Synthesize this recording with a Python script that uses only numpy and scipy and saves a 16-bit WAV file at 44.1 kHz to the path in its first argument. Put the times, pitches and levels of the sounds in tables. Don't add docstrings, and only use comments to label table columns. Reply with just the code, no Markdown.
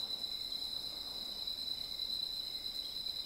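import sys
import numpy as np
from scipy import signal
from scipy.io import wavfile
from scipy.ndimage import uniform_filter1d

SR = 44100
rng = np.random.default_rng(int(sys.argv[2]) if len(sys.argv) > 2 else 0)


def natural_amplitude(level_db):
    exponent = np.asarray(level_db, float) / 20
    return 10 ** exponent


def transcribe(signal):
    frames = np.atleast_2d(signal).T
    limited = np.clip(frames, -1, 1)
    pcm = np.round(limited * 32767).astype(np.int16)
    wavfile.write(sys.argv[1], SR, pcm)


N = 143325

# start_s, level_db, repeat_s
HIGH_SONG = [
    (.022, -50, .1057),
    (.339, -47, .1056),
    (1.078, -43.5, .1055),
    (1.5, -43, .104),
    (1.917, -43, .104),
    (2.542, -44, .105),
    (3.274, -44, 1),
]
SIDE_SONG = [
    (-.02, -51, .106),
    (.401, -45.5, .1065),
    (.827, -47, .1065),
    (1.04, -54, .1065),
    (1.466, -53, 1),
    (1.586, -45, .101),
    (1.99, -56, 1),
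    (2.132, -44, .107),
    (3.307, -53.5, 1),
]
LOW_SONG = [
    (.567, -53, .104),
    (.879, -51, .102),
    (1.288, -51, .104),
    (1.81, -53, .104),
    (2.016, -52, .104),
    (2.766, -53, .104),
    (3.28, -53, 1),
]
GLIDE_SONG = [
    (-.011, -56, .0286),
    (.504, -56, .0302),
    (1.017, -56, .03),
    (1.406, -56, 1),
    (1.432, -56, .0243),
    (1.943, -56, .0258),
    (2.149, -56, .0276),
    (2.397, -56, .029),
    (2.775, -56, .0297),
    (3.252, -56, 1),
]
PIPE_SONG = [
    (.31, -71, .037),
    (.423, -65, .04),
    (.504, -64, .034),
    (.641, -62, .035),
    (.851, -62, .0355),
    (1.67, -62, .0357),
    (2.099, -61.5, .036),
    (2.173, -65, 1),
]
RISING_SONG = [
    (.3, -72, .036),
    (.47, -67, .036),
    (2.26, -74, 1),
]
BUZZ_SONG = [
    (.394, -70, .01235),
    (.55, -67, .01235),
    (.9, -68, .0125),
    (.95, -76, 1),
    (2.5, -76, .0125),
    (3.26, -70, 1),
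]
FAST_SONG = [
    (.6, -62, .0135),
    (.92, -56, .0135),
    (1.06, -54, .0135),
    (1.4, -55, .0135),
    (1.6, -61, .0135),
    (2.4, -62, .0135),
    (2.6, -58, .0135),
    (3.26, -55, 1),
]
TICK_SONG = [
    (.2, -69, .103),
    (.407, -65, .101),
    (.707, -66, .103),
    (1.118, -73, .104),
    (1.433, -68, .104),
    (1.744, -71, .104),
    (1.953, -68, 1),
]
FROG_SONG = [(.07, -71, .019), (.36, -66, .0195), (.58, -67, .02), (.69, -73, 1), (.93, -68, .019),
             (1.03, -69, 1), (1.125, -69, .02), (1.31, -70, 1), (1.752, -67, .022), (2.072, -66, 1),
             (2.43, -69, .02), (2.716, -65, .019), (2.85, -69, .02), (2.98, -72, 1), (3.128, -70, .018),
             (3.26, -69, 1)]
TOAD_SONG = [
    (1.43, -72, .02),
    (1.66, -73, 9),
    (3.08, -71, .02),
    (3.26, -71, 1),
]
BELL_SONG = [
    (.523, -61, 1),
    (.598, -61, 9),
    (2.85, -59, 1),
    (2.917, -59.5, 1),
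]
CHIME_SONG = [
    (1.33, -67, 1),
    (1.395, -67, 1),
    (1.775, -66.5, 1),
    (1.842, -66, 1),
    (2.408, -64.5, 1),
    (2.475, -65, 1),
    (2.829, -65, 1),
    (2.893, -67, 1),
    (3.245, -65, 1),
]
PEEP_SONG = [
    (2.08, -71, 1),
    (2.725, -70, 1),
    (3.1, -71, 1),
]
# start_s, first_stroke_db, second_stroke_db
LOUD_CHIRPS = [(.002, -38, -38), (.107, -37.5, -40), (.212, -44, -36.5), (.318, -39.5, -38),
               (.416, -40.5, -41.5), (.523, -39, -38), (.626, -38.5, -40.5), (.733, -38.5, -39.5),
               (.842, -42, -42.5), (0.943, -45, -59), (1.478, -39, -40), (1.581, -44, -41),
               (1.682, -40.5, -38), (1.784, -41.5, -40), (1.889, -44, -39.5), (1.995, -40, -38),
               (2.101, -37, -40), (2.199, -38, -38.5), (2.304, -43.5, -44), (2.4, -37.5, -46),
               (2.558, -42.5, -48), (2.661, -41, -43), (2.761, -40, -36.5), (2.865, -44, -47),
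               (2.969, -39.5, -41), (3.069, -39, -40.5), (3.166, -42.5, -39.5), (3.27, -47, -47)]

# pitch_hz, sag_ratio, length_s, second_harmonic_db, third_harmonic_db
HIGH_VOICE = (4132, .09, .028, -28, -25)
SIDE_VOICE = (4125, .08, .027, -19, -27)
LOW_VOICE = (3880, .06, .027, -21, -18)
LOUD_VOICE = (4012, .06, .027, -35, -31)
GLIDE_VOICE = (5390, .085, .02)
PIPE_VOICE = (4572, .02, .025, -40, -12)
RISING_VOICE = (4450, .04, .022)
BUZZ_VOICE = (5030, .04, .009, 2, -2.5)
FAST_VOICE = (4990, .03, .011, -26)
TICK_VOICE = (7060, .04, .011)
FROG_VOICE = (2170, .07, .012)
TOAD_VOICE = (2340, .05, .012)
BELL_VOICE = (3330, .025, .021)
CHIME_VOICE = (3080, .05, .018)
PEEP_VOICE = (3210, .02, .022)
# time_s, pitch_ratio
PIPE_WARMING = ((.3, .56), (.935, 1))

# lowest_hz, highest_hz, level_db, repeat_s
FAR_PAIRS = (3965, 4035, -48, .104)
FAR_DULL = (3660, 3900, -57.5, .106)
FAR_TRILLS = (4980, 5330, -60.5, .027)
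FAR_MID = (4240, 4850, -66.5, .03)
# sag_ratio, length_s, second_harmonic_db, third_harmonic_db
FAR_PAIR_VOICE = (.08, .027, -25, -25)
FAR_TRILL_VOICE = (.05, .019, -28, -34)

# freq_hz, density_db
HUM_SPECTRUM = [(21, -30), (35, 0.5), (158, -9.5), (239, -4.5), (402, -10), (652, -10.5), (1900, -21.5),
                (2470, -18), (4180, -120)]
HISS_SPECTRUM = [(1500, -4), (3000, 0), (5500, 1), (7000, -1.8), (13000, 0.5), (15000, -4.7), (16000, 6.5)]
ROAD_SPECTRUM = [(200, 6), (350, -2), (700, -1), (1100, -7), (1600, -13)]
# time_s, level_db
ROAD_LEVEL = [
    (0.0, -59),
    (.25, -63.5),
    (.45, -68.5),
    (.8, -62),
    (1.3, -59.5),
    (1.6, -69),
    (2.3, -73),
    (3.25, -92),
]

# start_s, level_db, length_s, centre_hz
RUSTLES = [(0.0, -62, .03, 7000), (.1, -66, .04, 9000), (.195, -64, .02, 9000), (.43, -67, .03, 14000),
           (.63, -67, .04, 9000), (.815, -63, .03, 10000), (1.14, -62, .02, 6000), (1.24, -64, .031, 8000),
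           (1.8, -69, .15, 9000), (2.135, -59, .016, 17000), (2.742, -60, .045, 10000),
           (2.848, -65, .02, 10000)]
# start_s, peak_db
TICKS = [
    (.195, -54),
    (.44, -57),
    (.82, -55),
    (1.1413, -54),
    (2.143, -53),
    (2.2992, -61),
    (2.5641, -57),
    (2.778, -54),
    (2.8489, -56),
    (3.0609, -60),
]

PAIR_S, BELL_PAIR_S = .032, .021
LATE, LATE_BEND = 1.7, 7


def evened(x):
    return x / np.sqrt(np.mean(x ** 2) + 1e-20)


def add(mix, start_s, sound):
    at = round(start_s * SR)
    part = mix[max(at, 0):max(at + len(sound), 0)]
    part += sound[max(-at, 0):][:len(part)]


def stroke(bend, late, turn, hz, sag, length_s, second_db=-40, third_db=-40):
    u = np.arange(0, length_s, 1 / SR) / length_s
    pitch_hz = hz * (1 - sag * u ** bend)
    phase = 2 * np.pi * (np.cumsum(pitch_hz) / SR + turn)
    tone = np.sin(phase) + natural_amplitude(second_db) * np.sin(2 * phase) + natural_amplitude(third_db) * np.sin(3 * phase)
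    swell = np.sin(np.pi * u ** late) ** .8
    return 1.5 * swell * tone


def sing(song, voice, pair_s=None, second_db=0, bend=5, wobble_db=.9, waver=.002, late=1.2,
         warming=((0, 1), (1, 1))):
    out, marks = np.zeros(N), np.array(song, float)
    runs = []
    for (start_s, _, repeat_s), end_s in zip(song, marks[1:, 0]):
        calls = max(round((end_s - start_s) / repeat_s), 1)
        runs.append(np.linspace(start_s, end_s, calls, endpoint=False))
    times = np.append(np.concatenate(runs), marks[-1, 0])
    hz, *shape = voice
    peak_s = (.5 ** (1 / late) - .06) * voice[2]
    luck = rng.standard_normal((300, 8))
    for s, r in zip(times, luck):
        level_db = np.interp(s, marks[:, 0], marks[:, 1])
        warm_hz = hz * np.interp(s, *warming)
        for k in range(2 if pair_s else 1):
            db = level_db + wobble_db * r[k] + k * second_db
            one = stroke(bend, late, r[4 + k], warm_hz * (1 + waver * r[2 + k]), *shape)
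            add(out, s + k * (pair_s or 0) + .0008 * r[6 + k] - peak_s, natural_amplitude(db) * one)
    return out


def pair_crickets():
    out = np.zeros(N)
    for song, voice in ((HIGH_SONG, HIGH_VOICE), (SIDE_SONG, SIDE_VOICE), (LOW_SONG, LOW_VOICE)):
        out += sing(song, voice, PAIR_S, second_db=.3, bend=LATE_BEND, late=LATE)
    strokes = []
    for start_s, *pair_db in LOUD_CHIRPS:
        for k, db in enumerate(pair_db):
            strokes.append((start_s + k * PAIR_S, db, np.inf))
    return out + sing(strokes, LOUD_VOICE, bend=LATE_BEND, late=LATE)


def gliding_triller():
    return sing(GLIDE_SONG, GLIDE_VOICE, bend=1.3, wobble_db=1.6, waver=.005)


def crowd(lo_hz, hi_hz, level_db, repeat_s, voice, pair_s, count):
    out = np.zeros(N)
    waver = .004 if pair_s else .008
    for k, (late, pace, loud) in enumerate(rng.random((count, 3))):
        hz = lo_hz + (hi_hz - lo_hz) * k / (count - 1)
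        start = (-repeat_s * late, 6 * loud, repeat_s * (.96 + .08 * pace))
        end = (N / SR + late * repeat_s, 6 - 6 * loud, 1)
        out += sing([start, end], (hz, *voice), pair_s, bend=LATE_BEND, wobble_db=1.5, waver=waver, late=LATE)
    return natural_amplitude(level_db) * evened(out)


def far_chorus():
    pairs = crowd(*FAR_PAIRS, FAR_PAIR_VOICE, PAIR_S, count=11)
    dull = crowd(*FAR_DULL, (.06, .027, -15, -17), PAIR_S, count=9)
    trills = crowd(*FAR_TRILLS, FAR_TRILL_VOICE, None, count=6)
    mid = crowd(*FAR_MID, FAR_TRILL_VOICE, None, count=8)
    return pairs + dull + trills + mid


def foliage_scatter(x):
    t60_s, onset_s = .22, .012
    t = np.arange(SR // 2) / SR
    tail = rng.standard_normal(len(t)) * natural_amplitude(-60 * t / t60_s) * np.minimum(t / onset_s, 1)
    return signal.fftconvolve(x, tail / np.linalg.norm(tail))[:N]


def leaf_rustles():
    out = np.zeros(N)
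    for start_s, level_db, length_s, hz in RUSTLES:
        spikes_db = 2.5 * np.minimum(rng.exponential(1, SR // 2), 3)
        grit = rng.standard_normal(SR // 2) * natural_amplitude(spikes_db)
        edges_hz = [hz * .45, min(hz * 1.8, SR / 2.1)]
        band = signal.butter(2, edges_hz, "band", fs=SR, output="sos")
        grit = evened(signal.sosfilt(band, grit))
        u = np.arange(SR // 2) / SR / length_s
        add(out, start_s, natural_amplitude(level_db + 3.5) * grit * np.minimum(u / .15, 1) * np.exp(-u ** 2))
    return out


def noise(spectrum, patchy_db):
    frames, hz = N // 256 + 5, np.fft.rfftfreq(1024, 1 / SR)
    a, b, patches = rng.standard_normal((frames, 513, 3)).T
    patches = uniform_filter1d(patches, size=14, axis=0)
    patches = evened(uniform_filter1d(patches, size=12, axis=1))
    f, db = np.transpose(spectrum)
    shape_db = np.interp(np.log(hz + 1), np.log(f + 1), db, left=-30, right=-60)
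    cells = (a + 1j * b) * natural_amplitude(shape_db[:, None] + patchy_db * patches)
    return evened(signal.istft(cells, nperseg=1024, noverlap=768)[1][:N])


def air():
    t = np.arange(N) / SR
    drone = natural_amplitude(-65) * np.minimum(.15 + 1.6 * t, 1.2) * np.sin(2 * np.pi * 30 * t + 2 * np.sin(9 * t))
    road = natural_amplitude(np.interp(t, *np.transpose(ROAD_LEVEL))) * noise(ROAD_SPECTRUM, patchy_db=2.0)
    hum = natural_amplitude(-59.5) * noise(HUM_SPECTRUM, patchy_db=.12)
    hiss = natural_amplitude(-62) * noise(HISS_SPECTRUM, patchy_db=2.0)
    return drone + road + hum + hiss


def frogs():
    frog = sing(FROG_SONG, FROG_VOICE, bend=1.2, wobble_db=3, waver=.013)
    toad = sing(TOAD_SONG, TOAD_VOICE, wobble_db=3.5, waver=.015)
    return natural_amplitude(-1.2) * frog + toad


def twigs():
    out = np.zeros(N)
    t = np.arange(60) / SR
    snap = np.sin(2 * np.pi * 13000 * t) * np.exp(-t / .00022)
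    add(out, 2.1372, natural_amplitude(-42) * snap)
    for (start_s, peak_db), hz in zip(TICKS, rng.uniform(9000, 14000, len(TICKS))):
        tick = np.sin(2 * np.pi * hz * t) * np.exp(-t / .0002)
        add(out, start_s, natural_amplitude(peak_db + 8) * tick)
    return out


def small_trillers():
    out = sing(TICK_SONG, TICK_VOICE, bend=2)
    out += sing(PIPE_SONG, PIPE_VOICE, warming=PIPE_WARMING)
    out += sing(RISING_SONG, RISING_VOICE, waver=.008)
    out += sing(BUZZ_SONG, BUZZ_VOICE, bend=1.5, wobble_db=1.5, waver=.004)
    return out + sing(FAST_SONG, FAST_VOICE, bend=2, waver=.006)


def bells():
    out = np.zeros(N)
    for song, voice in ((BELL_SONG, BELL_VOICE), (CHIME_SONG, CHIME_VOICE), (PEEP_SONG, PEEP_VOICE)):
        out += sing(song, voice, BELL_PAIR_S, second_db=-7, bend=1.7)
    return out


def scene():
    near = pair_crickets() + gliding_triller() + frogs() + small_trillers() + bells()
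    far = far_chorus()
    singers = near + natural_amplitude(-9) * foliage_scatter(near)
    singers += .7 * far + .5 * natural_amplitude(3) * foliage_scatter(far)
    return (singers + leaf_rustles() + twigs() + air())[None]


def top_cut(x):
    return signal.sosfilt(signal.butter(12, 16030, fs=SR, output="sos"), x)


def record(dry):
    edge = signal.firwin(2047, 15745, window=("kaiser", 8), fs=SR)
    mix = signal.oaconvolve(dry, edge[None], "same")
    return top_cut(mix)


dry = scene()
out = record(dry)
transcribe(out)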